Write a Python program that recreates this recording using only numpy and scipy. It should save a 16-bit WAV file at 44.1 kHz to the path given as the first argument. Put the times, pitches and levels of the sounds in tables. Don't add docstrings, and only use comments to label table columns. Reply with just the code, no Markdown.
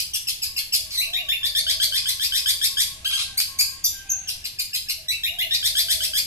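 import sys
import numpy as np
from scipy import signal
from scipy.fft import rfft, irfft
from scipy.io import wavfile
from scipy.ndimage import uniform_filter1d

SR = 44100
rng = np.random.default_rng(int(sys.argv[2]) if len(sys.argv) > 2 else 0)


def voltage_ratio(decibels):
    exponent = np.asarray(decibels, float) / 20
    return 10 ** exponent


def generate_wav(sig):
    pcm = np.round(np.clip(np.atleast_2d(sig).T, -1, 1) * 32767).astype(np.int16)
    wavfile.write(sys.argv[1], SR, pcm)


N = 276049
RUN_IN = 4410
POSES = 3


def at_hz(points, hz):
    table_hz, values = np.transpose(points)
    return np.interp(np.log(hz), np.log(table_hz), values)


def wobble(count, hz):
    slow = signal.lfilter([1], [1, -np.exp(-2 * np.pi * hz / SR)], rng.standard_normal(count + 300))[300:]
    return slow / slow.std()


def add(track, sound, s):
    i = RUN_IN + round(s * SR)
    track[i:i + len(sound)] += sound[:len(track) - i]


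# frequency in Hz, level in dB.
OPEN_BEAK = [(1200, 5), (1600, -12.5), (2500, 0), (5000, 8), (6100, 4), (7000, -0.5), (8500, 7),
             (10100, 2.5), (11500, 10.5), (13000, 5.5), (14500, -5.5), (16000, -19)]
# frequency in Hz, level in dB.
SHUT_BEAK = [(1200, 3), (1800, -15), (3000, 13), (5600, -13.5), (7500, -5), (9500, -27), (11300, 8.5),
             (12500, 0.5), (14000, -1.5), (16000, 0.5)]


def syrinx(rows, colour=OPEN_BEAK):
    throat_width_hz, throat_skirt = 1790, 1.28
    pitch_jitter, overtone_scatter_db = 0.2155, 1.8
    breathy_rad, breathy_hz, flutter_db = 0.11, 328, 2
    s, *columns = np.transpose(rows)
    t = np.arange(s[0], s[-1], 1 / SR)
    hz, level_db, throat_hz, overtone_db, rough = [np.interp(t, s, column) for column in columns]
    hz = hz * (1 + pitch_jitter * rough * np.clip(wobble(len(t), 468), -2.5, 2.5))
    partials = np.arange(1, 15)[:, None] * hz

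    throat = 1 / (1 + (2 * (partials - throat_hz) / throat_width_hz) ** 2) ** throat_skirt
    scatter_db = overtone_scatter_db * rng.standard_normal((len(partials), 1))
    heights = throat + voltage_ratio(overtone_db + at_hz(colour, partials) + scatter_db)
    heights *= partials < 16500
    heights /= np.sqrt(np.sum(heights ** 2, axis=0) / 2 + 1e-9)

    phases = 2 * np.pi * (np.cumsum(partials, axis=1) / SR + rng.random((14, 1)))
    for order in range(2, 14):
        phases[order] += breathy_rad * order * wobble(len(t), breathy_hz)
    level_db = level_db + flutter_db * rough * wobble(len(t), 280)
    edges = np.sin(np.clip(np.minimum(t - s[0], s[-1] - t) / .004, 0, 1) * np.pi / 2) ** 2
    return np.sum(heights * np.sin(phases), axis=0) * voltage_ratio(level_db) * edges


# time after the start in seconds, pitch in Hz,
# level in dB, throat resonance in Hz, overtone strength in dB, roughness from 0 to 1.
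TICK_SHAPE = [(0, 3210, 0.5, 3150, -73, 0.17), (.009, 2786, -2.5, 5370, -15, 0.13),
              (.02, 2760, 4, 5350, -5.5, 0.08), (.026, 2243, 5, 4730, -40.5, 0.51),
              (.032, 2746, -6, 3940, 32, 0.39), (.04, 4360, 18.5, 4430, -14, 0.56)]
RISE_SHAPE = [(-.004, 1381, 9, 2660, -59, 0.039), (.004, 1515, -4, 2755, -19.5, 0.062),
              (.03, 1696, 1.5, 3350, -11, 0.067), (.04, 2038, 3, 3440, 3, 0.16),
              (.048, 2380, 0, 4750, -11.5, 0.094), (.06, 2486, 6.5, 4620, -12, 0.74)]
CHACK_SHAPE = [(-.004, 1848, -14, 4000, -28, 0.084), (.008, 2270, 2.5, 4730, 20, 0.073),
               (.024, 2454, -5, 5080, -47, 0.13), (.032, 2300, -24, 4670, -5, 0.875),
               (.038, 2700, 4.5, 5200, -25, .7), (.044, 3490, -6, 4440, -2, 0.98)]
OPENER_SHAPE = [(0, 1748, 5, 3610, -22, 0.063), (.006, 2015, 4, 4050, -22.5, 0.023),
                (.026, 2051, 2, 4063, -24, 0.02), (.032, 2150, -6, 2340, -5.5, 0.039),
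                (.043, 2350, 0, 2350, -20, .03), (.052, 2780, -5.5, 2776, -25, 0.1),
                (.095, 2710, -8, 2700, -38, 0.33)]
DOUBLE_SHAPE = [(-.002, 1480, 8.5, 3280, 7, 0.057), (.007, 1829, 8.5, 3670, -16, 0.044),
                (.029, 1891, 8, 3870, -21, 0.027), (.035, 2105, -3, 2320, -13, 0.041),
                (.046, 2350, 7, 2350, -1, .03), (.06, 2724, -3.5, 2800, -51, 0.05),
                (.09, 2883, 2, 2830, -46, 0.089)]
STEP_SHAPE = [(0, 1444, -2, 3100, -16, 0.019), (.009, 1822, 2.5, 3470, -17, 0.025),
              (.034, 1860, 3, 3600, -34, 0.039), (.038, 2045, -9.5, 2300, -10, 0.027),
              (.047, 2335, 0, 2380, -18, .03), (.056, 2950, 2.5, 2900, -14, .05),
              (.066, 2730, -11, 2830, -35, .1), (.09, 2840, -8, 2750, -40, .15)]
CHECK_SHAPE = [(0, 1920, -10, 6100, -11, .15), (.007, 2282, 2.5, 6700, -5, 0.16),
               (.012, 2425, 4, 5000, -16, 0.16), (.022, 2560, -0.5, 5100, -17, .2),
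               (.034, 2424, 5.5, 4840, 3, 1)]
BRIDGE_SHAPE = [(0, 1580, 0, 3140, -37, .03), (.007, 1754, -5.5, 3530, -17, 0.17),
                (.03, 1843, -3, 3310, -7.5, 0.024), (.04, 2150, -7, 4300, 10.5, .15),
                (.052, 2445, 4, 4400, -16, 0.52)]
LIFT_SHAPE = [(0, 1600, 0, 3230, 2, 0.049), (.02, 1890, 3.5, 3720, -8, 0.04),
              (.025, 2090, -7.5, 2100, -9, 0.037), (.036, 2140, 4, 2150, -2, 0.056),
              (.043, 2700, -5.5, 2750, -11, .08), (.048, 2990, 3, 2980, -14, 0.034),
              (.066, 3020, -1, 3020, -25, .06)]
HOARSE_SHAPE = [(0, 1100, -1, 3420, -29, 0.43), (.02, 1503, -2, 4170, -22, 0.37),
                (.044, 1530, -6, 4000, -18, .45)]
RASP_SHAPE = [(0, 1106, -9.5, 3630, -19, 0.033), (.013, 1556, 3.5, 2870, -31.5, 0.074),
              (.036, 1604, -4.5, 2920, -7, 0.06), (.05, 1525, -13.5, 3400, -3, 0.16),
              (.07, 1080, 3.5, 3600, -31, 0.72)]
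MUTTER_SHAPE = [(0, 2324, -5, 4500, -34, 0.79), (.035, 2178, -5.5, 4430, -19, 0.41),
                (.065, 2036, 4, 4030, -26, 0.41)]
# start in seconds, level in dB, pitch factor, length factor.
TICKS = [(-0.033, -25, 0.96, 1), (0.133, -23.5, 1.05, .76), (0.269, -23.5, 0.94, 0.73),
         (0.417, -24.5, 0.95, 0.71), (0.562, -23.5, 0.93, 0.79), (0.721, -21, 0.96, 0.82),
         (4.272, -27, 1.03, 0.83), (4.439, -27, .93, 0.65), (4.585, -22.5, 0.9, 0.61),
         (4.73, -24.5, 0.92, 0.88), (4.884, -22.5, 0.92, 0.63)]
RISES = [(1.668, -21, 1.07, 0.85), (1.801, -21, 1.064, 0.77), (1.925, -20, 1.08, 1.01),
         (2.058, -22.5, 1.08, 0.88), (2.198, -22, 1.105, 0.93), (2.324, -22.5, 1.096, 1.04),
         (2.461, -21, 1.09, 0.88), (2.616, -19.5, 1.134, 0.79), (2.772, -20.5, 1.097, 0.89),
         (5.63, -20, 1.1, 0.85), (5.754, -20.5, 1.09, 0.96), (5.886, -20.5, 1.073, 0.78),
         (6.007, -22, 1.07, 0.81), (6.137, -22, 1.08, 0.97)]
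CHACKS = [
    (3.374, -16, 1.0, .75),
]
OPENERS = [
    (.974, -22.5, .99, .94),
    (5.082, -23.5, 0.97, .82),
]
DOUBLES = [
    (1.133, -30, 1.0, 0.87),
    (5.234, -27.5, 1.01, 0.68),
]
STEPS = [
    (1.284, -22.5, 0.97, 0.86),
]
CHECKS = [
    (3.585, -17, 0.97, 0.94),
]
BRIDGES = [
    (1.429, -17, 0.98, 0.8),
    (1.548, -15.5, 0.99, 0.91),
    (5.507, -16, 1.02, 0.91),
]
LIFTS = [
    (5.384, -23, 0.96, 0.82),
]
HOARSE = [
    (3.188, -21.5, 0.92, 1),
]
RASPS = [
    (3.044, -21.5, 1.023, 1.06),
    (3.122, -21.5, 1.025, 0.89),
]
MUTTERS = [
    (0.904, -26, 1.01, 0.91),
]
# time in seconds, extra overtone strength in dB.
BEAK = [(0, 6), (1.0, 0), (1.13, -11), (1.29, 1.5), (1.43, -22.5), (1.55, -16), (1.95, -10.5), (2.8, -7.5),
        (3.05, -6.5), (3.4, 9), (3.6, -4), (4.9, 2), (5.1, -3.5), (5.4, -8), (5.51, -26.5), (5.64, -6.5),
        (6.2, -4)]


def sung_notes():
    pitch_scatter, level_scatter_db = .012, 2
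    poses = np.zeros((POSES, RUN_IN + N))
    kinds = [(TICK_SHAPE, TICKS, .94, OPEN_BEAK), (RISE_SHAPE, RISES, .91, OPEN_BEAK),
             (CHACK_SHAPE, CHACKS, 1, OPEN_BEAK), (OPENER_SHAPE, OPENERS, 1, OPEN_BEAK),
             (DOUBLE_SHAPE, DOUBLES, 1, SHUT_BEAK), (STEP_SHAPE, STEPS, 1, SHUT_BEAK),
             (CHECK_SHAPE, CHECKS, 1, OPEN_BEAK), (BRIDGE_SHAPE, BRIDGES, 1, OPEN_BEAK),
             (LIFT_SHAPE, LIFTS, 1, SHUT_BEAK), (HOARSE_SHAPE, HOARSE, 1, OPEN_BEAK),
             (RASP_SHAPE, RASPS, 1, OPEN_BEAK), (MUTTER_SHAPE, MUTTERS, 1, OPEN_BEAK)]
    for shape, notes, sag, colour in kinds:
        for k, (s, level_db, pitch, length) in enumerate(notes):
            beak_db = np.interp(s, *np.transpose(BEAK))
            rows = np.array(shape) * [length, 1, 1, 1, 1, 1]
            rows = rows + [s, 0, level_db - 2, 0, beak_db + 8, 0]
            rows[:, [1, 3]] *= pitch * np.linspace(1, sag, len(rows))[:, None]
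            if len(notes) > POSES:
                chance = rng.standard_normal((len(rows), 2))
                rows[:, [1, 3]] *= 1 + pitch_scatter * chance[:, :1]
                rows[:, 2] += level_scatter_db * chance[:, 1]
            add(poses[k % POSES], syrinx(rows, colour), rows[0, 0])
    return poses


# time after the start in seconds, pitch in Hz, level in dB, throat
# resonance in Hz, overtone strength in dB, roughness from 0 to 1.
GRACE_SHAPE = [(0, 1560, -10, 1550, -43, .02), (.012, 1700, -12, 1650, -40, .02),
               (.024, 1720, 4.5, 1740, -40, .02)]
# start in seconds, level in dB.
GRACES = [(0.154, -49), (0.445, -48), (0.599, -45), (0.874, -60), (4.25, -50), (4.41, -50), (4.561, -53),
          (4.712, -46), (4.86, -46.5), (5.041, -54)]


def grace_notes():
    out = np.zeros(RUN_IN + N)
    for s, level_db in GRACES:
        add(out, voltage_ratio(level_db) * syrinx(GRACE_SHAPE), s)
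    return out


# start in seconds, length in seconds, first pitch in Hz, last pitch in Hz, level in dB.
SQUEAKS = [
    (3.838, 0.019, 6890, 5390, -16.5),
    (3.839, 0.012, 4830, 5130, -20),
    (3.853, 0.02, 3350, 4000, -27),
    (3.86, 0.016, 6400, 7590, -26),
]
WHISTLES = [
    (4.091, 0.0193, 7080, 5655, -21.5),
    (4.11, 0.0153, 6380, 6580, -18),
]


def squeaks():
    onset_db, end_db = -10.5, 1
    out = np.zeros(RUN_IN + N)
    # calls, overtone strength in dB, roughness
    for calls, overtone_db, rough in [(SQUEAKS, 0.56, 0.185), (WHISTLES, -14.5, 0.027)]:
        for s, length, first_hz, last_hz, db in calls:
            middle_hz = (first_hz + last_hz) / 2
            rows = [(0, first_hz, db + onset_db, first_hz, overtone_db, rough),
                    (length / 2, middle_hz, db, middle_hz, overtone_db, rough),
                    (length, last_hz, db + end_db, last_hz, overtone_db, rough)]
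            add(out, syrinx(rows), s)
    return out


# time in seconds, peak level in dB.
SNAPS = [(.153, -17), (.292, -15), (.438, -19), (.738, -15), (1.342, -18), (1.464, -14), (1.717, -14),
         (2.502, -12), (2.515, -15), (2.71, -20), (3.126, -18), (3.403, -10), (3.865, -12), (4.294, -17),
         (4.598, -16), (4.759, -13), (4.91, -16), (5.432, -14), (5.552, -14)]


def snaps():
    clicks = np.zeros(RUN_IN + N) + 1e-18
    for s, level_db in SNAPS:
        add(clicks, voltage_ratio(level_db) * np.array([1., -1.]), s)
    return signal.sosfilt(signal.butter(2, [3000, 11100], "band", fs=SR, output="sos"), clicks)


def songbird():
    poses = sung_notes()
    poses[0] += grace_notes() + snaps()
    poses[1] += squeaks()
    return signal.sosfilt(signal.butter(3, 1200, "high", fs=SR, output="sos"), poses + 1e-18)


# frequency in Hz, time to fall 60 dB in seconds.
PORCH_T60 = [(1000, 0.29), (2000, 0.35), (4000, 0.42), (8000, 0.42), (14000, 0.33)]
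# frequency in Hz, level in dB.
PORCH_COLOUR = [(1000, -4.5), (2200, -0.5), (4000, 0.5), (8000, -1), (14000, -0.5)]


def porch(x):
    port_lag, left_db = 6, 0.64
    near_walls_db, near_walls_t60_s, first_echo_s = 3, 0.085, .012
    shared = np.sqrt(0.043)
    t = np.arange(int(.8 * SR)) / SR
    white = rng.standard_normal((2, 3, len(t)))
    edges = 700 * 2 ** np.arange(0, 5, .5)
    tail = 0
    for k, (low, high) in enumerate(zip(edges, edges[1:])):
        centre = np.sqrt(low * high)
        band = signal.sosfilt(signal.butter(2, [low, high], "band", fs=SR, output="sos"), white[k % 2])
        tail = tail + band * voltage_ratio(at_hz(PORCH_COLOUR, centre) - 60 * t / at_hz(PORCH_T60, centre))
    tail = tail * (1 + voltage_ratio(near_walls_db - 60 * t / near_walls_t60_s))
    tail = tail * np.clip(t / first_echo_s, 0, 1)
    tail /= np.sqrt(np.sum(tail ** 2) / 3)
    common = shared * tail[0]
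    common[0] = 1
    own = np.sqrt(1 - shared ** 2) * tail[1:]
    response = np.array([np.roll(common, port_lag), common]) + own
    heard = signal.fftconvolve(x[None], response, axes=1)[:, RUN_IN:RUN_IN + N]
    return heard * voltage_ratio([[left_db], [-left_db]])


def far_calls(calls, orders, hoarse):
    out = np.zeros(RUN_IN + N)
    for rows in calls:
        s, hz, level_db = np.transpose(rows)
        t = np.arange(s[0], s[-1], 1 / SR)
        unsteady_hz = np.interp(t, s, hz) * (1 + hoarse * wobble(len(t), 66))
        phase = 2 * np.pi * np.cumsum(unsteady_hz) / SR
        tone = sum(voltage_ratio(order_db) * np.sin(k * phase) for k, order_db in orders)
        edges = np.clip(np.minimum(t - s[0], s[-1] - t) / 0.017, 0, 1)
        add(out, tone * edges * voltage_ratio(np.interp(t, s, level_db)), s[0])
    return out[RUN_IN:]


def sliding_calls(calls):
    peak, onset_db, end_db = 0.64, 1.5, -13.5
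    return [[(s, first_hz, db + onset_db),
             (s + peak * length, first_hz + peak * (last_hz - first_hz), db),
             (s + length, last_hz, db + end_db)] for s, length, first_hz, last_hz, db in calls]


# start in seconds, length in seconds, first pitch in Hz, last
# pitch in Hz, level in dB.
COCK_LOW = [(.43, 0.25, 1082, 1140, -62), (.85, 0.44, 1104, 1109, -61.5), (1.17, 0.21, 1126, 1120, -59),
            (1.4, 0.1, 1077, 1100, -55), (1.69, 0.11, 1082, 1160, -57), (1.9, 0.59, 1085, 1081, -61),
            (2.4, 0.22, 1097, 1097, -57.5), (2.67, 0.13, 1073, 1098, -53), (2.86, 0.18, 1090, 1096, -55.5),
            (3.1, 0.25, 1103, 1086, -55), (3.46, 0.43, 1081, 1076, -52.5)]
COCK_HIGH = [
    (3.24, 0.22, 1600, 1510, -56),
    (3.92, .4, 1590, 1523, -53.5),
]


def cockerels():
    low = far_calls(sliding_calls(COCK_LOW), [(.5, -16.5), (1, 0), (1.5, -4.5)], hoarse=0.017)
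    high = far_calls(sliding_calls(COCK_HIGH), [(.5, -7.0), (1, 4.0)], hoarse=0.0084)
    return low + high


# time after the start in seconds, pitch in Hz, level in dB.
COO = [
    [(0, 630, -57), (.04, 640, -50), (.1, 640, -71)],
    [(.3, 620, -62), (.34, 640, -49), (.39, 730, -46.5), (.46, 720, -46.5), (.5, 640, -45), (.54, 620, -59)],
    [(.72, 620, -49), (.8, 640, -58.5), (.92, 670, -51), (1.04, 635, -48.5), (1.15, 600, -57),
     (1.27, 540, -56.5)],
]
COO_STARTS = [
    .74,
    4.97,
]
# start in seconds, length in seconds, first
# pitch in Hz, last pitch in Hz, level in dB.
STRAY_TONES = [
    (2.4, 0.19, 620, 582, -55.5),
    (2.95, 0.13, 616, 664, -59.5),
    (3.11, 0.193, 777, 680, -56),
    (4.22, 0.26, 715, 685, -63),
]


def dove():
    phrases = [np.array(note) + [start, 0, 0] for start in COO_STARTS for note in COO]
    return far_calls(phrases + sliding_calls(STRAY_TONES), [(1, 0)], hoarse=.04)


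# start in seconds, length in seconds, first pitch in Hz, last pitch in Hz, level in dB.
FAR_CHIRPS = [
    (3.95, 0.068, 3140, 3250, -45),
    (4.06, 0.11, 2516, 2710, -47.5),
    (4.225, 0.053, 2755, 2930, -46),
]


def small_bird():
    return far_calls(sliding_calls(FAR_CHIRPS), [(0.98, 0.0029)], hoarse=0.021)


def yard(x):
    t = np.arange(int(.5 * SR)) / SR
    echoes = rng.standard_normal((2, len(t))) * voltage_ratio(-60 * t / .6)
    echoes /= np.sqrt(np.sum(echoes ** 2) / 2)
    echoes[:, 0] = .6
    return signal.fftconvolve(x[None], echoes, axes=1)[:, :N] * voltage_ratio([[-1.2], [1.2]])


# time in seconds, level in dB.
LORRY = [
    (5.4, -67),
    (5.9, -61),
    (6.26, -53.5),
]


def lorry():
    drone = signal.sosfilt(signal.butter(2, [30, 183], "band", fs=SR, output="sos"), rng.standard_normal(N))
    return drone / drone.std() * voltage_ratio(np.interp(np.arange(N) / SR, *np.transpose(LORRY)))


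# frequency in Hz, level in dB per Hz.
RUMBLE = [(12, -4), (28, 5), (42, -16), (62, 4), (80, 1.5), (125, -6), (170, -11.5), (260, -17.5),
          (480, -22.5), (900, -21), (1350, -24.5), (2500, -12), (6000, -18), (11000, -20.5), (16000, -51)]
# time in seconds, level in dB.
RUMBLE_LEVEL = [(0, -48), (1.5, -46), (3.0, -45), (4.349, -46), (4.75, -50), (5.403, -47), (5.549, -43.5),
                (6.26, -46)]
# frequency in Hz, left-right likeness from 0 to 1.
LIKENESS = [(60, 0.9), (130, 1), (290, 0.69), (640, 0.58), (1400, 0.023)]


def rumble():
    hz = np.arange(N // 2 + 1) * SR / N + 1
    alike = at_hz(LIKENESS, hz)
    mid, side = rfft(rng.standard_normal((2, N))) * voltage_ratio(at_hz(RUMBLE, hz))
    pair = irfft(np.sqrt(1 + alike) * mid + np.sqrt(1 - alike) * side * [[1], [-1]], N)
    return pair / pair.std() * voltage_ratio(np.interp(np.arange(N) / SR, *np.transpose(RUMBLE_LEVEL)))


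def scene():
    bird = sum(porch(pose) for pose in songbird())
    return bird + yard(dove() + cockerels() + small_bird()) + rumble() + lorry()


FRAME, FRAME_START = 1024, 922


def frames_in(spans):
    frame_count = (np.arange(N) + FRAME - FRAME_START) // FRAME
    centres = (FRAME_START + FRAME * (frame_count - .5)) / SR
    inside = sum((centres > start) & (centres < start + length) for start, length, *_ in spans)
    return uniform_filter1d(1. * (inside > 0), size=FRAME // 2)


# frequency in Hz, level in dB.
MASK = [(1000, -16.5), (3500, -27), (5000, -9), (7000, -6.5), (10000, -2), (12000, -10.5), (14500, -4.5)]
# start in seconds, length in seconds, lowest frequency in Hz, highest frequency in Hz.
STARVED = [(.92, .055, 7000, 7900), (1.14, .12, 8000, 10200), (1.27, .16, 7800, 10500),
           (1.3, .11, 5950, 6300), (1.31, .08, 4900, 5150), (1.3, .07, 4200, 4450), (3.62, .2, 9700, 10800),
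           (3.97, .1, 8000, 8500), (5.4, .11, 9400, 10400), (5.4, .1, 5300, 5700), (5.4, .06, 8700, 9000)]


def hide_masked_bands(x):
    starved_db = 4
    _, s, cells = signal.stft(x, SR, nperseg=FRAME)
    power = np.sum(np.abs(cells[:, :FRAME // 2]) ** 2, axis=0)
    power = power.reshape(FRAME // 8, 4, -1).sum(axis=1) + 1e-20
    power = uniform_filter1d(power, size=4, axis=1)
    hz = (np.arange(FRAME // 8)[:, None] + .5) * 4 * SR / FRAME
    spare_db = 10 * np.log10(power / uniform_filter1d(power, size=11, axis=0)) - at_hz(MASK, hz)
    for start, length, low_hz, high_hz in STARVED:
        in_time = (s > start) * (s < start + length)
        spare_db -= starved_db * in_time * (hz > low_hz) * (hz < high_hz)
    gain = np.clip(spare_db, .02, 1)
    gain[:5] = 1
    cells[:, :FRAME // 2] *= np.repeat(gain, 4, axis=0)
    return signal.istft(cells, nperseg=FRAME)[1][:, :N]


def band_limit(x):
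    return signal.sosfilt(signal.butter(12, 16260, fs=SR, output="sos"), x)


# start in seconds, length in seconds, level in dB (not used).
TOP_KEPT = [(0.137, 0.04, -47), (0.268, 0.034, -49), (0.42, 0.036, -49), (0.721, 0.078, -43),
            (1.128, 0.112, -42), (1.278, 0.32, -41), (1.695, 0.05, -58), (1.915, 0.058, -46),
            (2.048, 0.054, -51), (2.19, 0.094, -51), (2.332, 0.078, -52), (2.635, 0.04, -57),
            (2.783, 0.046, -48), (3.369, 0.116, -44), (3.579, 0.138, -40), (3.834, 0.046, -43),
            (5.119, 0.036, -54), (5.235, 0.08, -46), (5.379, 0.31, -40), (5.744, 0.062, -46),
            (5.87, 0.064, -50), (6.159, 0.076, -51)]
# start in seconds, length in seconds.
TOP_BRIEF = [(0, .11), (1.0, .04), (2.45, .06), (3.0, .08), (4.27, .04), (4.45, .03), (4.63, .03)]
# start in seconds, length in seconds.
TOP_LOST = [(1.6, .06), (1.98, .09), (3.12, .25), (3.78, .06), (4.13, .14)]


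def record(dry):
    top_cut = signal.cheby2(10, 45, 14150, fs=SR, output="sos")
    low_cut = signal.cheby2(10, 45, 12900, fs=SR, output="sos")
    top_band = signal.cheby2(6, 50, [13250, 15900], "band", fs=SR, output="sos")
    lost = frames_in(TOP_LOST)
    kept = (1 - lost) * signal.sosfilt(top_cut, dry) + lost * signal.sosfilt(low_cut, dry)
    top = voltage_ratio(-1.5) * frames_in(TOP_KEPT + TOP_BRIEF) * signal.sosfilt(top_band, dry)
    return band_limit(hide_masked_bands(kept + top))


dry = scene()
out = record(dry)
generate_wav(out)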